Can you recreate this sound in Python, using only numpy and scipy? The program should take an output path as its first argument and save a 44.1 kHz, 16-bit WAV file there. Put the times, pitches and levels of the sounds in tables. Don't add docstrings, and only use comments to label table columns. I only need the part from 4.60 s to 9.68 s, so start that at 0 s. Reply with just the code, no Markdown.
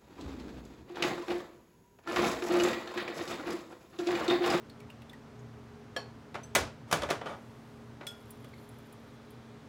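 import sys
import numpy as np
from scipy import signal
from scipy.fft import rfft, irfft
from scipy.io import wavfile

SR = 44100
rng = np.random.default_rng(int(sys.argv[2]) if len(sys.argv) > 2 else 0)


def inscribe(sig):
    pcm = np.round(np.clip(np.atleast_2d(sig).T, -1, 1) * 32767)
    wavfile.write(sys.argv[1], SR, pcm.astype(np.int16))


N = 224142

# frequency in Hz, relative level in dB per Hz.
AIR_SPECTRUM = [(20, -18), (45, -14.5), (80, 5), (130, -5.5), (180, -2.5), (270, 2), (340, -5), (420, -2.5),
                (600, -6.5), (1200, -9.5), (2500, -19.5), (6000, -27.5), (10000, -37.5), (16000, -42)]
# frequency in Hz, level in dB rms, width of the wavering in Hz.
HUM_TONES = [(45, -75, 3), (119.8, -56, 9.9), (151.6, -63.5, 2.5), (228, -57, 0.12), (273.6, -67.5, 5.5),
             (415.8, -62, 4.7), (440, -76, 0.85)]
# frequency in Hz, time to fall by 60 dB in seconds.
ROOM_DECAY = [(70, 0.88), (150, 0.9), (300, 0.37), (700, 0.35), (1800, 0.32), (5000, 0.3), (13000, 0.18)]
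# frequency in Hz, relative level in dB.
TICK_SPECTRUM = [(300, -92), (1500, 4.5), (3300, 9.5), (6000, 1), (9000, 1.5), (13000, -2.5), (16000, -7)]
# start in seconds, level in dB.
LINK_TICKS = [(3.706, -51), (3.8452, -69), (4.0897, -60.5), (4.1859, -66), (4.3257, -60.5), (4.7054, -62.5)]
# frequency in Hz, relative level in dB,
# time to fall by 60 dB in seconds.
LINK_MODES = [(7400, -4, 0.039), (8320, -8, 0.04), (9200, -5, 0.037), (9830, 0, 0.082), (11200, 3.5, 0.03),
              (12400, -1, .035), (14000, 3, 0.031), (15100, -2, 0.02)]
# start in seconds, nominal pitch in Hz, level in dB.
BUBBLES = [(0.0977, 4170, -59), (0.2022, 2270, -59.5), (0.301, 2690, -54), (0.419, 2640, -63),
           (0.4957, 3450, -54.5), (.531, 1870, -53), (0.792, 6460, -68.5), (3.936, 2085, -56.5),
           (3.939, 4120, -66), (3.983, 4200, -67)]
# start in seconds, ring level in dB, tick level in dB.
SPOON_CHINKS = [(3.468, -41, -43.5), (3.508, -52, -65), (3.7095, -65, -69), (3.845, -69, -60),
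                (4.186, -72, -80)]
# frequency in Hz, relative level in dB, time to fall by 60 dB in seconds.
CUP_MODES = [(1416, -8, .25), (3348, -2, .29), (3412, 0, .15), (5211, -7, .3), (6002, -11, .18),
             (6799, -16, .18), (8118, -10, .18), (8290, -6, .08), (10300, -16, .14), (11460, -14, .1),
             (14560, -14, .09)]
# start in seconds, ring level in dB, knock level in dB.
LID_CLAPS = [(1.364, -41, -34)]
# frequency in Hz, relative level in dB, time to fall by 60 dB in seconds.
LID_MODES = [(505, 0, .12), (673, -2, .13), (1098, -2, .17), (1170, -4, .08), (1680, 4, .12),
             (2562, -11, .27), (3080, -7.5, .22), (3200, 2, .05), (4280, -7, .25), (4410, -3, .08),
             (4544, -10, .2), (5520, 1, .06), (5590, -6, .15), (7246, -19, .16), (8608, -22, .14),
             (11430, -27, .12)]
# start in seconds, ring level in dB, tick level in dB.
HINGE_SETTLES = [(1.833, -56.5, -61)]
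# frequency in Hz, relative level in dB, time to fall by 60 dB in seconds.
HINGE_MODES = [(4370, -6.5, 0.094), (5992, -1, 0.07), (6130, 3, 0.077), (7970, -9, .14), (9600, -15, .08),
               (10940, -18, .1)]
# start in seconds, level in dB.
CABINET_BOOMS = [(1.955, -38), (2.331, -42)]
# start in seconds, length in seconds,
# level in dB, treble tilt in dB per octave.
FOOT_SLIDES = [(2.262, 0.33, -50.5, 0), (2.626, 0.15, -39, -5)]
# start in seconds, level of the second contact in dB, gap to it in seconds,
# first contact in dB above the second, mode blend from 0 for the pot's edge to 1 for its flat foot.
COUNTER_KNOCKS = [(1.7438, -35.5, .0093, -5, 0.29), (1.951, -23, 0.0051, 2.5, 0.077),
                  (2.3129, -21, 0.014, -12, 0.8), (2.4199, -30.5, 0.013, -5, 0.93),
                  (2.489, -38.5, 0.0031, 2.5, 1), (2.5017, -25.5, .005, -6, 1),
                  (2.6131, -40.5, 0.0012, -0.5, 0.92), (2.66, -41, .011, 1.5, 0.65),
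                  (3.4102, -47.5, 0.02, 3.5, 0.11), (3.843, -59, 0.0011, 6, 0.37)]
# frequency in Hz,
# relative level in dB struck on the edge, relative level in dB struck on the foot.
KNOCK_MODES = [(158, 7, -2), (291, 4, -2), (377, 8, -2), (435, 3, 0), (581, 8, 5), (688, 5, 2),
               (951, -1, -4), (1087, 2, -4), (1175, -5, 4), (1256, -3, -2), (1339, -3, -4), (1447, 7, -2),
               (1546, -1, -11), (1713, -1, -1), (2015, 6, -8), (2280, 4, -5), (2394, -3, -10),
               (2992, -3, -6), (3058, -4, -5), (3320, -4, -6), (3531, -6, -4), (3798, -2, -13),
               (3854, -4, -17), (4067, -3, -15), (4587, -5, -15), (5424, -6, -18), (5830, -4, -16),
               (6592, -6, -13), (6712, -5, -25)]
# frequency in Hz, relative level in dB.
RATTLE_SPECTRUM = [(40, -40), (80, -4.5), (200, -4), (550, 4.5), (850, 0.5), (1300, -2), (2500, -7.5),
                   (3500, -11), (6000, -13.5), (10000, -19), (16000, -29)]

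T = np.arange(SR // 2) / SR
CLOCK = np.arange(N) / SR
CUTOFF_HZ = 15950

REACH_S, REACH_LENGTH_S, REACH_DB, REACH_RISE_S, REACH_FALL_S = 2.58, 1, -71.5, 0.15, .5
STIR_S, STIR_RISE_S, RUB_DB = 3.48, .06, -70
JINGLE_LENGTH_S, JINGLE_FALL_S, JINGLE_DB = 1.4, 0.86, -82.5
TOUCHES_PER_S = 51
POUR_END_S, SPLASH_DB = .6, -62.5
TWIN_SHARE, TWIN_DB = 0.0168, -1.5
SLIPS_PER_S, SLIDE_RISE_S, SLIDE_FALL_S = 1200, 0.036, 0.084
MEDIUM_DB = -30
TILT_DB, TILT_PER_DB = -4, 0.5362
BASS_DB, BASS_PER_DB = -3, 0.22
FIRST_TILT_DB, FIRST_BASS_DB = 0.5, -6


def amp(db):
    return 10 ** (np.asarray(db) / 20)


def unit(x):
    return x / np.sqrt(np.mean(x ** 2) + 1e-20)


def unit_hit(x):
    return x / np.sqrt(np.sum(x ** 2) / (.015 * SR))


def unit_energy(x):
    return x / np.linalg.norm(x)


def read(points, hz):
    f, value = np.transpose(points)
    return np.interp(np.log(hz + 1), np.log(f + 1), value)


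def tilt(db_per_octave, hz, corner_hz):
    return db_per_octave * np.log2(np.hypot(1, hz / corner_hz))


def colour(x, db_at):
    size = 4096
    hz = abs(np.fft.fftfreq(size, 1 / SR))
    log_gain = np.log(amp(db_at(hz)))
    spectrum = np.exp(np.conj(signal.hilbert(log_gain)))
    taps = np.fft.ifft(spectrum).real
    return signal.fftconvolve(x, taps[:size // 2])[:len(x)]


def add(mix, s, sound):
    part = mix[max(round(s * SR), 0):][:len(sound)]
    part += sound[:len(part)]


def stroke(start_s, length_s, rise_s, fall_s):
    t = CLOCK - start_s
    return np.clip(t / rise_s, 0, 1) * np.clip((length_s - t) / fall_s, 0, 1)


def random_touches(per_s):
    return unit(rng.standard_normal(N) * (rng.random(N) < per_s / SR))


def shaped_noise(gain):
    return unit(irfft(rfft(rng.standard_normal(N)) * gain, N))


def scatter(tail_db):
    echoes = [(0, 9, .0016), (.0028, 11, 0.0011), (.0075, -2, .007)]  # (delay s, dB, spread s)
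    early = sum(amp(db) * (T >= delay) * np.exp(-abs(T - delay) / spread) for delay, db, spread in echoes)
    hz, t, bands = signal.stft(rng.standard_normal(len(T)), SR, nperseg=256)
    fading = bands * amp(-60 * t / read(ROOM_DECAY, hz)[:, None])
    tail = signal.istft(fading, SR, nperseg=256)[1][:len(T)]
    tail_rise = 1 - np.exp(-T / 0.005)
    return early * rng.standard_normal(len(T)) + amp(tail_db) * tail * tail_rise


def ring(modes, rise_s):
    hz, db, t60 = np.transpose(modes)[:, :, None]
    phase = rng.random(hz.shape)
    sines = amp(db - 60 * T / t60) * np.sin(2 * np.pi * (hz * T + phase))
    return sines.sum(0) * (1 - np.exp(-T / rise_s))


def in_room(x, wet_db):
    echo = unit_energy(scatter(tail_db=-10))
    return x + amp(wet_db) * signal.fftconvolve(x, echo)[:len(x)]


def tick(tail_db):
    return unit_hit(colour(scatter(tail_db), lambda hz: read(TICK_SPECTRUM, hz)))


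def rattle(tail_db):
    return unit_hit(colour(scatter(tail_db), lambda hz: read(RATTLE_SPECTRUM, hz)))


def background():
    hz = np.fft.rfftfreq(N, 1 / SR)
    out = amp(-54.5) * shaped_noise(amp(read(AIR_SPECTRUM, hz)))
    for f, db, width in HUM_TONES:
        tone = np.sin(2 * np.pi * (f * CLOCK + rng.random()))
        waver = 0.12 * width * shaped_noise(1 / (1 + ((hz - f) / width) ** 2))
        out += amp(db) * unit(tone + waver)
    reach = amp(REACH_DB) * stroke(REACH_S, REACH_LENGTH_S, REACH_RISE_S, REACH_FALL_S)
    return out + reach * shaped_noise(amp(read(TICK_SPECTRUM, hz)))


def fizz():
    return unit_hit(colour(scatter(tail_db=-3),
                           lambda hz: read(TICK_SPECTRUM, hz) - 22 / (1 + (hz / 7000) ** 4)))


def link():
    hz, mode_db, t60 = np.transpose(LINK_MODES)
    detune, weight = rng.standard_normal((2, len(LINK_MODES)))
    modes = np.transpose([hz * (1 + .02 * detune), mode_db + 3 * weight, t60])
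    chime = unit_hit(in_room(ring(modes, rise_s=0.00046), wet_db=-16))
    return amp(-2.5) * chime + amp(-8.5) * fizz()


def bracelet():
    out = np.zeros(N)
    for s, db in LINK_TICKS:
        add(out, s, amp(db) * link())
    shake = amp(JINGLE_DB) * stroke(STIR_S, JINGLE_LENGTH_S, STIR_RISE_S, JINGLE_FALL_S)
    for _ in range(6):
        touches = random_touches(TOUCHES_PER_S) * shake
        out += signal.oaconvolve(touches, unit_energy(link()))[:N]
    return out


def tea_bubbles():
    out = np.zeros(N)
    for s, hz, db in BUBBLES:
        pitch_hz = hz * (1.018 + 0.027 * (1 - np.exp(-T / 0.022)))
        turns = np.cumsum(pitch_hz) / SR
        bubble = np.sin(2 * np.pi * turns) * np.exp(-turns / 7) * (1 - np.exp(-turns))
        add(out, s, amp(db) * unit_hit(in_room(bubble, wet_db=7.0)))
        if s < POUR_END_S:
            add(out, s, amp(SPLASH_DB) * tick(tail_db=-7))
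    return out


def cup():
    out = np.zeros(N)
    for s, ring_db, tick_db in SPOON_CHINKS:
        chime = in_room(ring(CUP_MODES, rise_s=.0015), wet_db=-7)
        add(out, s, amp(ring_db) * chime + amp(tick_db) * tick(tail_db=-8))
    rub = colour(tick(tail_db=-6), lambda hz: tilt(-6, hz, 3000))
    wall = unit_hit(rub) + amp(-11) * unit_hit(ring(CUP_MODES[:3], rise_s=.002))
    stirring = amp(RUB_DB) * np.clip((CLOCK - STIR_S) / STIR_RISE_S, 0, 1)
    return out + stirring * unit(signal.oaconvolve(rng.standard_normal(N), wall)[:N])


def lid():
    out = np.zeros(N)
    twins = [(hz * (1 + TWIN_SHARE), db + TWIN_DB, t60) for hz, db, t60 in LID_MODES]
    modes = np.concatenate([LID_MODES, twins])
    for s, ring_db, knock_db in LID_CLAPS:
        clap = colour(rattle(tail_db=-5.0), lambda f: tilt(-3.2, f, 2500) - 6 / (1 + (f / 300) ** 2))
        chime = in_room(ring(modes, rise_s=0.00031), wet_db=-2)
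        add(out, s, amp(ring_db) * chime + amp(knock_db) * clap)
    for s, ring_db, tick_db in HINGE_SETTLES:
        tink = in_room(ring(HINGE_MODES, rise_s=0.00089), wet_db=5.0)
        add(out, s, amp(ring_db) * tink + amp(tick_db) * tick(tail_db=1))
    return out


def cabinet():
    out = np.zeros(N)
    low_band = signal.butter(3, [58, 100], "bandpass", fs=SR, output="sos")
    swell = (T / .07) ** 3 * np.exp(-3 * T / .07)
    for s, db in CABINET_BOOMS:
        rumble = signal.sosfilt(low_band, rng.standard_normal(len(T)))
        add(out, s, amp(db) * unit_hit(swell * rumble))
    return out


def knock(tilt_db, bass_db, spot):
    hz, edge_db, foot_db = np.transpose(KNOCK_MODES)
    spot_db = edge_db + np.clip(spot, 0, 1) * (foot_db - edge_db)
    mode_db = spot_db + 1.24 * np.log2(hz / 1000)
    t60 = 0.15 * (hz / 1000) ** -.35
    modes = np.transpose([hz, mode_db, t60])
    body = unit_hit(in_room(ring(modes, rise_s=0.0014), wet_db=-22))
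    blow = amp(-1.0) * rattle(tail_db=-3.5) + amp(-4.5) * body
    return unit_hit(colour(blow, lambda f: tilt(tilt_db, f, 1600) + bass_db / (1 + (f / 900) ** 2)))


def slide():
    out = np.zeros(N)
    for s, length_s, db, tilt_db in FOOT_SLIDES:
        slips = random_touches(SLIPS_PER_S) * stroke(s, length_s, SLIDE_RISE_S, SLIDE_FALL_S)
        body = unit_energy(knock(tilt_db, bass_db=3.5, spot=0.97))
        out += amp(db) * signal.fftconvolve(slips, body)[:N]
    return out


def counter_knocks():
    out = np.zeros(N)
    for s, db, gap_s, first_db, spot in COUNTER_KNOCKS:
        force_db = db + max(first_db, 0) - MEDIUM_DB
        tilt_db = TILT_DB + TILT_PER_DB * force_db
        bass_db = BASS_DB + BASS_PER_DB * force_db
        first = knock(tilt_db + FIRST_TILT_DB, bass_db + FIRST_BASS_DB, spot)
        second = knock(tilt_db, bass_db, spot)
        add(out, s, amp(db + first_db) * first)
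        add(out, s + gap_s, amp(db) * second)
    return out


def scene():
    small_sounds = bracelet() + tea_bubbles() + cup()
    heavy_sounds = lid() + cabinet() + slide() + counter_knocks()
    return (background() + small_sounds + heavy_sounds)[None]


def record(dry):
    ceiling = .33
    rounded = ceiling * np.tanh(dry / ceiling)
    lowpass = signal.firwin(511, CUTOFF_HZ, window=("kaiser", 9), fs=SR)
    return signal.oaconvolve(rounded, lowpass[None], "same")


dry = scene()
out = record(dry)
inscribe(out)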